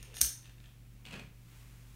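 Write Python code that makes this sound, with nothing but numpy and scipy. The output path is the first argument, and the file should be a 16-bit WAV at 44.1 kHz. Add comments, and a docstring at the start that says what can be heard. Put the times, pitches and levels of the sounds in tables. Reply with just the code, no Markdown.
"""In a quiet room, over ventilation and mains hum, a carabiner is clipped to a hanging pulley.
Its gate scrapes past and snaps shut, exciting the metal's bright modes, and the rig shudders.
The carabiner swings and knocks lightly on the pulley, then a slack rope slaps onto a table.
Fingers and sleeves rustle by friction; the room reverberates with the metal and the rope."""
import sys
import numpy as np
from scipy import signal
from scipy.fft import rfft, irfft
from scipy.io import wavfile

SR = 44100
rng = np.random.default_rng(int(sys.argv[2]) if len(sys.argv) > 2 else 0)


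def transcribe(signal):
    """Save signal, clipped to [-1, 1], as a 16-bit WAV file at the path in sys.argv[1]."""
    frames = np.atleast_2d(signal).T
    limited = np.clip(frames, -1, 1)
    pcm = np.round(limited * 32767).astype(np.int16)
    wavfile.write(sys.argv[1], SR, pcm)


N = 85995
T = np.arange(N) / SR
CRACK_T60_S = .022

# hand-damped modes of the carabiner: (frequency [Hz], relative level [dB], T60 [s])
CARABINER_MODES = [(1850, -26, .022), (2790, -24, .016), (3750, -18, .013), (4120, -20, .028),
                   (4430, -18, .03), (5220, -12.5, .031), (5620, -13, .026), (5840, -12, .033),
                   (6394, -5.5, .025), (6773, -11.5, .03), (8830, -12, .028), (9020, -1, .019),
                   (11170, -12.5, .013), (12720, -12.5, .018), (13900, -15, .015)]
# noise of a light impact, knock or slap: (frequency [Hz], relative level [dB])
IMPACT_SPECTRUM = [(200, -24), (1200, -20), (2000, -11), (2600, 0), (3300, -4), (4300, -9), (5000, -15),
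                   (8000, -16), (11000, -26), (16000, -33)]


def from_db(db):
    """Decibels to amplitude ratio."""
    return 10 ** (np.asarray(db) / 20)


def rms_one(x):
    """Normalisation to unit rms."""
    return x / np.sqrt(np.mean(x ** 2) + 1e-20)


def at_hz(points, hz):
    """Interpolation on a log-frequency axis."""
    f, value = np.transpose(points)
    return np.interp(np.log(np.maximum(hz, 1)), np.log(f), value)


def envelope(curve):
    """Gain over time from (time [s], level [dB]) rows."""
    return from_db(np.interp(T, *np.transpose(curve)))


def colour(x, spectrum):
    """Spectral shaping of a steady signal, at unit rms."""
    bin_hz = np.arange(N // 2 + 1) * SR / N
    return rms_one(irfft(rfft(x) * from_db(at_hz(spectrum, bin_hz)), N))


def noise(spectrum):
    """Coloured Gaussian noise at unit rms."""
    return colour(rng.standard_normal(N), spectrum)


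def slips(per_s):
    """Stick-slip friction as a Poisson train of uneven impulses."""
    return (rng.random(N) < per_s / SR) * rng.standard_normal(N)


def decay(t60):
    """Exponential damping: 60 dB in t60 seconds."""
    return from_db(-60 * T / t60)


def ring(modes):
    """Free vibration: a sum of damped sinusoids of random polarity."""
    return sum(rng.choice([-1, 1]) * from_db(db) * decay(t60) * np.sin(2 * np.pi * hz * T)
               for hz, db, t60 in modes)


def delay(x, s):
    """A delay of s seconds."""
    return np.concatenate([np.zeros(max(int(s * SR), 0)), x])[:N]


def convolve(x, response):
    """A linear system's output, from its impulse response."""
    return signal.fftconvolve(x, response)[:N]


def room_response():
    """A diffuse field builds quickly and is absorbed sooner in the treble; unit energy."""
    # reverberation time: (frequency [Hz], T60 [s])
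    room_t60 = [(150, 0.4), (1000, 0.43), (3000, 0.37), (6000, 0.37), (9000, 0.31), (15000, .28)]
    edges, tail = np.geomspace(80, 18000, 13), 0
    for low, high in zip(edges, edges[1:]):
        bandpass = signal.butter(2, [low, high], "band", fs=SR, output="sos")
        band = signal.sosfilt(bandpass, rng.standard_normal(N))
        tail += band * decay(at_hz(room_t60, np.sqrt(low * high)))
    tail *= 1 - np.exp(-(T / .0061) ** 2)  # reflections build up
    return tail / np.sqrt(np.sum(tail ** 2))


def background():
    """Broadband air noise lies under a drone and a hum with slow, random amplitude modulation."""
    # room air: (frequency [Hz], relative level [dB])
    air_spectrum = [(20, -2), (50, 1), (85, 0), (150, 0.5), (250, -6.5), (400, -15.5), (650, -22.5),
                    (1200, -25), (2300, -22.5), (4500, -27), (9000, -28.3), (15500, -27.5)]
    # ventilation drone and mains hum: (frequency [Hz], rms level [dB], modulation depth [ratio])
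    tones = [(48.4, -59, .25), (119.1, -57.5, .08)]
    out = from_db(-61) * noise(air_spectrum)
    for hz, db, depth in tones:
        waver = 1 + depth * noise([(3, 0), (8, -10), (40, -60), (200, -120)])
        out += np.sqrt(2) * from_db(db) * waver * np.sin(2 * np.pi * (hz * T + rng.random()))
    return out


def sleeves():
    """Friction in cloth: dense slips merge into a rustle as the arms reach up."""
    # rustle: (time [s], level [dB])
    rustle_levels = [(0, -71), (.46, -68.5), (.56, -75), (.68, -71.5), (.8, -86.5), (1.3, -81),
                     (1.44, -70.5), (1.52, -64), (1.6, -63), (1.7, -65), (1.82, -67), (1.95, -65)]
    # cloth: (frequency [Hz], relative level [dB])
    cloth_spectrum = [(200, 0.5), (600, -4.5), (1000, 0.5), (2500, 0.5), (4500, -5.5), (7000, -4.5),
                      (10000, -7), (16000, -9.5)]
    return envelope(rustle_levels) * colour(slips(per_s=15000), cloth_spectrum)


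def fingers():
    """Friction of fingers working the gate gives a fine rub and a hollow note."""
    # rub: (time [s], level [dB])
    rub_levels = [(0, -62), (.06, -63), (.13, -63.5), (.18, -65), (.23, -58), (.3, -67.5), (.4, -98)]
    # rub: (frequency [Hz], relative level [dB])
    rub_spectrum = [(100, -6), (280, 4), (500, -2), (750, -9.5), (1000, -3), (1500, -7.5), (2600, 5),
                    (4500, -6.5), (10000, -24), (16000, -31)]
    # hollow note: (time [s], level [dB])
    hollow_levels = [(0, -74), (.06, -73.5), (.11, -62.5), (.14, -62), (.175, -63.5), (.21, -75.5),
                     (.25, -100)]
    # hollow note: (frequency [Hz], relative level [dB])
    hollow_spectrum = [(150, -24), (250, -3), (320, -15.5), (400, -1), (490, -0.5), (620, -12.5),
                       (1000, -19), (3000, -49.5)]
    rub = envelope(rub_levels) * colour(slips(per_s=4400), rub_spectrum)
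    hollow = envelope(hollow_levels) * colour(slips(per_s=670), hollow_spectrum)
    return rub + hollow


def rope():
    """Impacts of falling loops excite the table's modes; the rope slides to rest with friction."""
    # impacts: (time [s], gain [dB], pitch [Hz], thud gain against the slap [dB])
    slaps = [(1.0528, -46, 2900, -15), (1.0625, -45, 2850, -9), (1.071, -48, 2700, -4),
             (1.085, -51, 2600, -1), (1.1095, -46, 2400, -11), (1.1265, -47, 2620, 2),
             (1.132, -46, 2520, 0), (1.139, -42.5, 2570, -2), (1.160, -50, 2480, 4),
             (1.1958, -46, 2400, -2), (1.235, -64, 2300, 15)]
    # table top: (frequency [Hz], relative level [dB], T60 [s])
    table_modes = [(72, -12, .15), (155, -8, .24), (196, -8, .2), (255.6, -10.5, 0.13), (430, -25, 0.051)]
    # dull patter on the table: (frequency [Hz], relative level [dB])
    patter_spectrum = [(80, -12), (170, 3), (300, 0), (550, -6), (1300, -6), (2200, -12), (5000, -35)]
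    # sliding rope: (time [s], level [dB])
    slide_levels = [(.95, -79), (1.045, -74), (1.08, -61), (1.115, -59), (1.14, -50), (1.17, -54),
                    (1.205, -58), (1.25, -77), (1.34, -98)]
    # sliding rope: (frequency [Hz], relative level [dB])
    slide_spectrum = [(100, -8), (250, 2.5), (600, -1), (1300, -1), (1900, -4.5), (2500, 2), (4000, -14.5),
                      (5200, -15.5), (8000, -21), (11000, -26), (16000, -35)]
    out = envelope(slide_levels) * colour(slips(per_s=2500), slide_spectrum)
    for s, db, hz, thud_db in slaps:
        slap = noise(IMPACT_SPECTRUM) * decay(t60=.023) + ring([(hz, -3, .04)])
        thud = ring(table_modes) + from_db(-7) * noise(patter_spectrum) * decay(t60=.04)
        out += from_db(db) * delay(slap + from_db(thud_db) * thud, s)
    return out


def knocks():
    """Light impacts of the carabiner set the pulley into free vibration."""
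    # contacts, first in the hand, then swinging: (time [s], gain [dB])
    contacts = [(.028, -51), (.142, -49), (0.1681, -41), (.430, -61), (.444, -56), (.4565, -54),
                (.475, -59), (.495, -55.5), (.5814, -63), (.602, -59), (.6405, -54), (.658, -56),
                (.69, -65)]
    # pulley: (frequency [Hz], relative level [dB], T60 [s])
    pulley_modes = [(686, -14, .025), (1480, -11, .02), (1780, -7, .03), (2640, -9, .018),
                    (3300, -10, .012), (3620, -6, .027), (6060, -11, .012)]
    out = 0
    for s, db in contacts:
        knock = ring(pulley_modes) + from_db(-1) * noise(IMPACT_SPECTRUM) * decay(CRACK_T60_S)
        out += from_db(db) * delay(knock, s)
    return out


def shudder():
    """The rig's transient response as the carabiner seats: a dull ring and a throb sagging in pitch."""
    # hanging rig: (frequency [Hz], level [dB], T60 [s])
    rig_modes = [(161, -49.5, 0.23), (261.4, -53, .16), (450, -61.5, .08)]
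    attack_s, hold_s, t60_s, sag_s = .006, .058, .16, .025
    hz = 52 + 32 * np.exp(-T / sag_s)
    fall_db = 60 * np.maximum(T - hold_s, 0) / t60_s
    swell = np.minimum(T / attack_s, 1) * from_db(-41 - fall_db)
    throb = swell * np.sin(2 * np.pi * np.cumsum(hz) / SR)
    return delay(throb + ring(rig_modes), s=.216)


def gate_scrape():
    """Stick-slip friction of the gate on the pulley's eye drives the carabiner's modes."""
    # scrape: (time [s], level [dB])
    scrape_levels = [(0, -68), (.06, -68), (.09, -82), (.14, -75.5), (.15, -54), (.166, -51), (.2, -54),
                     (.21, -75.5), (.23, -110)]
    # dry rasp of metal on metal: (frequency [Hz], relative level [dB])
    rasp_spectrum = [(1000, -20), (2200, -7), (4700, -8), (5500, 1), (6900, 0), (7600, -7), (9500, -6),
                     (15000, -18)]
    force = slips(per_s=2500)
    resonance = rms_one(convolve(force, ring(CARABINER_MODES)))
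    rasp = from_db(-2) * colour(force, rasp_spectrum)
    return envelope(scrape_levels) * rms_one(resonance + rasp)


def gate_clicks():
    """Impulsive excitation: each contact of the gate radiates a bright crack and a damped ring."""
    # contacts: (time [s], gain [dB], extra gain of the crack [dB])
    contacts = [(0.0279, -31, -0.5), (0.142, -40, 4), (0.1678, -25, -0.5), (0.18, -32, -1),
                (.2093, -15, -6), (.2130, -11, 8), (0.2141, 1, -4), (.2156, -14, 4), (.2187, -11, -5),
                (0.2474, -28, 17)]
    # crack: (frequency [Hz], relative level [dB])
    crack_spectrum = [(200, -23), (900, -24), (1800, -8), (4000, -4.5), (7500, -1.5), (10300, -2.5),
                      (13000, 3), (16000, -7)]
    # faint after-ring of the frame: (frequency [Hz], relative level [dB], T60 [s])
    frame_modes = [(5845, -49, .4), (6270, -52, 0.35), (6100, -50, .42), (6480, -52, .42), (8822, -49, .37),
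                   (9005, -51, .3)]
    out = 0
    for s, db, crack_db in contacts:
        crack = from_db(-18.5 + crack_db) * noise(crack_spectrum) * decay(CRACK_T60_S)
        ringing = from_db(-14) * ring(CARABINER_MODES) + ring(frame_modes)
        out += from_db(db) * delay(crack + ringing, s)
    return out


def scene():
    """Superposition of all direct sound and the reverberation of gate, knocks and rope."""
    gate, swing, cord = gate_clicks() + gate_scrape(), knocks(), rope()
    into_room = from_db(-4.5) * gate + from_db(-2.5) * swing + from_db(-4) * cord
    reverb = convolve(into_room, room_response())
    return (gate + swing + cord + reverb + shudder() + fingers() + sleeves() + background())[None]


def record(dry):
    """Band limiting: an elliptic low-pass cuts steeply above 15.7 kHz."""
    return signal.sosfilt(signal.ellip(10, .1, 80, 15700, fs=SR, output="sos"), dry)


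dry = scene()
out = record(dry)
transcribe(out)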